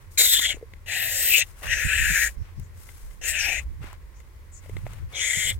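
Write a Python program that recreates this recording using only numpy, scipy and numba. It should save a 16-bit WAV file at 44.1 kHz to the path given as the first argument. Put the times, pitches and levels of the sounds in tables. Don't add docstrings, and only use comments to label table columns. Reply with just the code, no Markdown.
import sys
import numpy as np
from scipy import signal
from scipy.fft import rfft, irfft
from scipy.io import wavfile
from scipy.ndimage import uniform_filter1d
from numba import njit

SR = 44100
rng = np.random.default_rng(int(sys.argv[2]) if len(sys.argv) > 2 else 0)


def bounce(signal):
    frames = np.transpose(np.atleast_2d(signal))
    limited = np.clip(frames, -1, 1)
    pcm = np.round(limited * 32767).astype(np.int16)
    wavfile.write(sys.argv[1], SR, pcm)


N = 246519


def snake():
    # t/s, windpipe level/dB, throat/dB, mouth f/Hz, mouth/dB, air jet/dB
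    breaths = [
        [(0.175, -31, 4, 6570, -5, -10), (0.183, -29, 8, 7060, 8, 9), (0.323, -36.5, 16, 7480, 9.5, 18.5),
         (0.367, -32, 14.5, 7330, 5, 7.5), (0.395, -45, 23.5, 7190, 10.5, 18), (0.419, -28.5, 0.5, 6980, -1, 1),
         (0.457, -27.5, 5, 6950, -6, -10), (0.483, -40.5, 17, 7090, 8, 0), (0.529, -32.5, -1, 6800, -11, -15),
         (0.57, -67, 2, 6570, 7, -7)],
        [(0.86, -56.5, 5, 6940, -3, -1), (0.886, -37, -0.5, 7030, -10, -5), (0.936, -31, -0.5, 7230, -4, -7.5),
         (1.024, -33, -1.5, 7770, -11.5, 5), (1.166, -38, -3.5, 7670, 9, 9), (1.3, -33.5, 3.5, 7860, -2, 15),
         (1.354, -50.5, 35, 7430, 19.5, 30), (1.398, -31.5, 3.5, 6620, 8, 5),
         (1.422, -27, 3.5, 6520, -3.5, -24), (1.45, -59.5, 0.5, 6430, -5, 7)],
        [(1.62, -54, -0.5, 6390, -7, 0), (1.736, -19.5, -3.5, 6230, -13, -21),
         (1.75, -30.5, -5.5, 6170, -6, -16), (1.816, -26, -6, 6240, -12, -10.5),
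         (1.866, -29.5, -5, 7480, -4, -11), (1.902, -26, -1, 7310, -8.5, -14),
         (2.228, -23.5, -7, 7280, -7.5, -3), (2.276, -27, -17, 7500, -3, -8), (2.284, -34.5, -4, 7390, -11, -9),
         (2.31, -68, 4, 7330, 8, 15)],
        [(3.213, -51, 0, 6000, -3, -5.5), (3.241, -37.5, 2, 6490, 2, -7), (3.285, -32, -5.5, 7170, 2.5, 1),
         (3.311, -36, -1, 7550, 7.5, 3), (3.351, -33.5, 3.5, 7510, -5, -10), (3.413, -36, 8, 6000, 4, -6),
         (3.459, -32.5, 6.5, 6000, -4.5, -4.5), (3.513, -37, 9, 6680, -1, -4),
         (3.593, -32, -3, 6600, -7.5, -18), (3.625, -63.5, 4, 6810, -7, -17)],
        [(5.125, -60, 0, 6180, 3, -11), (5.141, -46, 4, 6300, -13, -29), (5.157, -39.5, 4, 6440, -0.5, -22),
         (5.217, -29, -1, 6900, -1.5, -20), (5.289, -28.5, -7, 7340, -1, -14),
         (5.441, -29.5, -2.5, 7370, 0, -8.5), (5.505, -32.5, 7, 7630, 0.5, 0),
         (5.519, -33.5, -2, 7530, -17, -22), (5.533, -59.5, 10, 7530, 6, 5), (5.545, -51, 2, 7480, -7, -7)],
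    ]
    # windpipe f/Hz, throat f/Hz, air jet f/Hz
    airway_pitches = [((2150, 2050, 1700, 2100, 2250), (3850, 3750, 3450, 3400, 2650), (12600, 12000)),
                      ((1900, 1850, 2000), (2650, 2620, 2880), (11800, 13900)), ((1850, 1760, 1740),
                      (2680, 2550, 2400), (12300, 11900)), ((1900, 1740, 2050), (2800, 2640, 2540),
                      (12200, 12200)), ((2230, 2030, 2120), (3300, 3200, 3300), (12400, 12200))]
    # lowest windpipe ring/dB, upper windpipe ring/dB, depth of the raspy flutter/dB
    voicings = [(-8.5, -8, 2), (-20, -3.5, 0.74), (-13.5, -14.5, 0.55), (-12, -12.5, 1.2), (-17, -15, 0.46)]
    # t/s, level/dB, f/Hz
    lung = [
        [(0.175, -66, 522), (0.195, -40.5, 490), (0.301, -56, 516.5), (0.453, -55, 482), (0.489, -50, 731),
         (0.57, -58, 451)],
        [(0.86, -56, 643), (0.904, -50.5, 740), (1.336, -51.5, 437), (1.388, -46.5, 448), (1.426, -54, 760),
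         (1.45, -79, 756)],
        [(1.62, -46, 660), (1.638, -53.5, 592), (1.892, -54.5, 480), (2.076, -57, 632), (2.252, -53.5, 557),
         (2.31, -66, 560)],
        [(3.213, -55, 498), (3.237, -52.5, 452), (3.403, -57, 724), (3.483, -40.5, 787), (3.603, -56, 591),
         (3.625, -76, 605)],
        [(5.125, -58, 460), (5.151, -53.5, 455), (5.343, -55.5, 592), (5.405, -52.5, 479.3), (5.519, -53, 507),
         (5.545, -80, 507)],
    ]
    widths = (330, 620, 1700, 4200)
    pipe_width, throat_width, mouth_width, jet_width = widths
    t = np.arange(N) / SR
    airways, hissing = [], np.zeros(N)
    for breath, (pipe, throat, jet), voicing in zip(breaths, airway_pitches, voicings):
        start, end, steps = breath[0][0], breath[-1][0], len(pipe)
        times, jet_glide = np.linspace(start, end, steps), np.linspace(*jet, steps)
        airways.append(np.column_stack([times, pipe, throat, jet_glide, np.tile(voicing, (steps, 1))]))
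        hissing += (t >= start) & (t <= end)
    gate = uniform_filter1d(hissing, int(0.0023 * SR))
    db, throat_db, mouth_hz, mouth_db, jet_db = curves(breaths)
    pipe_hz, throat_hz, jet_hz, low_db, upper_db, rasp_db = curves(airways)
    lung_db, lung_hz = curves(lung)
    jet_hz += 0.2 * (mouth_hz - 7000)
    close, loose = .88, .62
    hiss = band(noise(close), pipe_hz * (1 + .025 * wander(25)), pipe_width)
    hiss += band(noise(close), 1695, 620) * gain(low_db)
    hiss += band(noise(close), throat_hz * (1 + .035 * wander(30)), throat_width) * gain(throat_db)
    mouth = band(noise(loose), mouth_hz * (1 + .03 * wander(14)), mouth_width)
    hiss += mouth * gain(mouth_db + 1.5 + 0.955 * wander(21.27))
    hiss += band(noise(loose), 1.27 * mouth_hz, mouth_width) * gain(mouth_db - 9)
    hiss += band(noise(close), 3760, 1200) * gain(throat_db / 2 + upper_db)
    hiss += band(noise(loose), jet_hz, jet_width) * gain(jet_db + 0.5 * wander(28))
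    hiss += band(noise(loose), 15000, 5000) * gain(jet_db - 11.5 + 1.3 * wander(12))
    hiss += band(noise(loose), 6500, 15000) * gain((mouth_db + jet_db) / 2 - 2)
    hiss = signal.sosfilt(signal.cheby1(8, .8, 1304, "high", fs=SR, output="sos"), hiss)
    hiss += band(noise(close), lung_hz, 300) * gain(lung_db - 1 - db)
    hiss += band(noise(close), 650, 800) * gain(lung_db - 5 - db)
    hiss -= band(hiss, 1060, 900, scale=False)
    return gate * gain(db + rasp_db * wander(90)) * hiss


def wheezes():
    # t/s, length/s, level/dB, start f/Hz, end f/Hz
    glides = [(2.359, .13, -66.5, 5140, 5930), (2.556, 0.067, -66, 5000, 5800),
              (2.609, 0.081, -62, 6220, 7700), (4.139, .09, -61, 5800, 7200),
              (4.513, 0.097, -48, 7560, 6540)]
    level, hz = 0, np.full(N, 6000.)
    for start, length, db, start_hz, end_hz in glides:
        shape, progress = swell(start, length, rise=0.44)
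        level += gain(db) * shape
        hz = np.where(progress > 0, start_hz + progress * (end_hz - start_hz), hz)
    return level * band(noise(0.11), hz, 1950)


def knocks():
    # t/s, thud level/dB, thud f/Hz, time to fade by 60 dB/s, snap/dB, tick/dB (both over the thud)
    blows = [(0.391, -36, 510, 0.039, 11.5, 8), (0.544, -31, 320, 0.021, -12, -11),
             (0.569, -34, 454, .03, -23, -20), (0.612, -38, 450, 0.026, -18, -30),
             (0.626, -26.5, 460, 0.048, -39, -30), (0.736, -53, 353, 0.012, 16.5, -4),
             (0.766, -52, 301, 0.02, -1, -21.5), (2.598, -53.5, 301, .035, -7.5, 17),
             (2.889, -63, 619, 0.034, 22, -4.5), (3.108, -68, 526, .035, 17.5, 0),
             (3.816, -56.5, 471, .05, 2.5, -5), (3.841, -29, 296, 0.013, -15.5, -15.5),
             (3.93, -32, 1000, 0.011, -21, -4.5), (4.202, -59.5, 301, 0.028, 11.5, 16),
             (4.639, -44, 300, 0.019, -1, -4.5), (4.66, -39, 577, .022, -13, -10),
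             (4.695, -29, 423, 0.022, -18, -10.5), (4.731, -62, 400, .03, -6, 8),
             (4.767, -31, 352, 0.018, -2, -17), (4.866, -23.5, 630, 0.013, -13, -32),
             (4.934, -44, 375, 0.027, 0, 10.5)]
    snap_hz = 2070
    track, t = np.zeros(N + 4096), np.arange(4096) / SR
    for start, db, hz, fade_s, snap_db, tick_db in blows:
        grit = rng.standard_normal(len(t))
        shape = np.exp(-np.log(1000) * t / fade_s) * np.minimum(t / (0.054 * fade_s), 1)
        rough = 1.3 + 3.5 * uniform_filter1d(grit, size=12)
        thud = np.sin(2 * np.pi * hz * t) * shape
        snap = np.sin(2 * np.pi * snap_hz * t) * rough * shape ** 0.98
        tick = np.diff(uniform_filter1d(grit, size=2), prepend=0) * np.exp(-t / .001)
        at = int(start * SR)
        track[at:at + len(t)] += gain(db) * (thud + gain(snap_db) * snap + gain(tick_db) * tick)
    return np.array([track[:N], track[:N]])


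def scuff():
    # t/s, length/s, dull level/dB, bright over dull/dB
    bursts = [(0, 0.082, -67, 0), (0.103, 0.087, -74, 20.5), (0.554, 0.051, -62, 2.5),
              (0.712, 0.039, -74, 0), (1.423, 0.14, -61.5, 8), (1.55, 0.24, -57, 4),
              (1.626, 0.069, -37.5, -7.5), (2.274, 0.092, -64.5, 13.5), (2.422, 0.13, -59.5, -16),
              (2.582, 0.093, -77.5, 12), (2.736, 0.51, -63.5, 10.5), (3.587, 0.067, -58, 3),
              (3.805, 0.17, -48, -11.5), (4.153, 0.083, -72, -4.5), (4.577, 0.43, -61, 1),
              (4.84, 0.23, -55.5, -6), (5.088, 0.24, -52.5, -4.5), (5.499, 0.077, -57, 9)]
    dull, bright = gain(-67.5), gain(-92.5)
    for start, length, db, bright_db in bursts:
        burst = gain(db) * swell(start, length, rise=0.22)[0]
        dull += burst
        bright += burst * gain(bright_db)
    grain = gain(1.6 * wander(220))
    return grain * (dull * band(noise(0.12), 1220, 2200) + bright * band(noise(0.2), 9500, 24000))


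def wind():
    # t/s, level/dB
    breeze = [(0.0, -49), (1.67, -48.5), (1.93, -38.5), (2.35, -46.5), (3.03, -49), (3.64, -40),
              (3.86, -48), (4.56, -49.5), (4.9, -40.5), (5.14, -46), (5.39, -52.5), (5.59, -35.5)]
    # t/s, length/s, level/dB, buffet over it/dB, left minus right/dB
    gusts = [(0.529, 0.037, -44.5, -12, 15.5), (1.62, 0.083, -50, 4.5, -13), (1.647, 0.16, -40.5, -32, -24),
             (1.839, 0.06, -38, -7.5, -35), (1.948, 0.25, -30, -30, -5.5), (2.079, .1, -38.5, 8, -2),
             (2.359, 0.1, -33.5, -10, -12), (2.554, .11, -35.5, -3, 10.5), (3.017, 0.083, -40, -29, -3.5),
             (3.258, 0.051, -57, -5, -1), (3.639, 0.16, -39.5, -22.5, -13.5), (3.775, 0.13, -39, -6, -4),
             (4.69, 0.19, -44, -3.5, -18), (4.817, 0.076, -35, -22, -7), (4.99, 0.1, -36.5, -31, 11),
             (5.355, 0.061, -43.5, 7.5, 5.5), (5.427, 0.17, -38, -9, -4.5)]
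    low = gain(curves([breeze])[0] + 2.5) * np.ones((2, 1))
    sharp = low * gain(-23.5)
    for start, length, db, buffet_db, pan_db in gusts:
        gust = swell(start, length, rise=0.3)[0] * gain(db + np.array([[pan_db], [-pan_db]]) / 2)
        crest = swell(start, length, rise=0.28)[0] ** 4
        low = np.hypot(low, gust)
        sharp = np.hypot(sharp, gust * crest * gain(buffet_db + 1))
    alike = .4 - 0.06 * abs(20 * np.log10(low[0] / low[1]))
    rumble = band(noise(alike), 71.8 * (1 + 0.21 * wander(6)), 30.8)
    heave = band(noise(alike), 34.5, 31) * gain(-2.5)
    buffet = band(noise(alike), 134.3, 58.4) * gain(3.2 * wander(29))
    return low * (rumble + heave) + sharp * buffet


def air():
    # f/Hz, relative level/dB
    spectrum = [(120, -39), (200, -21), (340, -7), (569, -10.5), (709, -21), (1100, -9), (1180, -20.5),
                (2050, -13.5), (2700, -25), (16000, -28.5)]
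    points_hz, points_db = np.transpose(spectrum)
    hz = np.arange(N // 2 + 1) * SR / N + 1
    colour = gain(np.interp(np.log(hz), np.log(points_hz), points_db))
    mid, side = rfft(rng.standard_normal((2, N))) * colour
    side *= np.minimum(hz / 1200, 1)
    hush = unit(irfft(np.array([mid + side, mid - side]), N))
    return hush * gain(-59.5 + 0.27 * wander(4))


def stereo_colour(sound):
    # f/Hz, width/Hz, height/dB (the left gains a share, the right loses one)
    bands = [(2440, 690, 25), (7150, 2900, 14), (12800, 2000, 7.5)]
    # f/Hz, phase/radians
    left_lead = [(0, 0), (1500, .4), (2600, -.2), (4600, -3.2), (7500, -5), (9000, -6.3), (10600, -9.2),
                 (16000, -11)]
    hz = np.arange(N // 2 + 1) * SR / N
    lift_db = sum(db * np.exp(-((hz - centre) / width) ** 2) for centre, width, db in bands)
    lead = np.interp(hz, *np.transpose(left_lead))
    left, right = rfft(sound)
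    left *= gain(0.17 * lift_db) * np.exp(1j * lead)
    right *= gain(-.4 * lift_db)
    return irfft(np.array([left, right]), N)


def gain(db):
    return 10 ** (np.asarray(db) / 20)


def unit(x):
    return x / np.sqrt(np.mean(x ** 2))


@njit
def resonate(x, hz, width):
    y, band_state, low_state = np.empty(len(x)), 0., 0.
    for i in range(len(x)):
        tuning, damping = np.tan(np.pi * hz[i] / SR), width / hz[i]
        ring = (band_state + tuning * (x[i] - low_state)) / (1 + tuning * (tuning + damping))
        band_state = 2 * ring - band_state
        low_state += 2 * tuning * ring
        y[i] = damping * ring
    return y


def band(x, hz, width_hz, scale=True):
    hz, width_hz = np.clip(hz * np.ones(N), 20, .45 * SR), float(width_hz)
    y = np.array([resonate(resonate(channel + 1e-18, hz, width_hz), hz, width_hz) for channel in x])
    return unit(y) if scale else y


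def noise(alike):
    alike = np.clip(alike, 0, 1)
    mid, side = rng.standard_normal((2, N))
    return np.sqrt(1 + alike) * mid + np.sqrt(1 - alike) * side * np.array([[1], [-1]])


def wander(rate_hz):
    hold = int(SR / rate_hz)
    steps = np.repeat(rng.standard_normal(N // hold + 1), hold)
    return unit(uniform_filter1d(uniform_filter1d(steps, hold), hold)[:N])


def curves(tables):
    times, *columns = np.vstack(tables).T
    return [np.interp(np.arange(N) / SR, times, column) for column in columns]


def swell(start, length, rise):
    progress = np.clip((np.arange(N) / SR - start) / length, 0, 1)
    return np.sin(np.pi / 2 * np.minimum(progress / rise, (1 - progress) / (1 - rise))), progress


def scene():
    return stereo_colour(snake() + wheezes() + scuff() + knocks()) + wind() + air()


def record(dry):
    top_hz = 16150
    rounded = np.tanh(1.1 * dry) / 1.1
    return signal.sosfilt(signal.ellip(10, .2, 80, top_hz, fs=SR, output="sos"), rounded)


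dry = scene()
out = record(dry)
bounce(out)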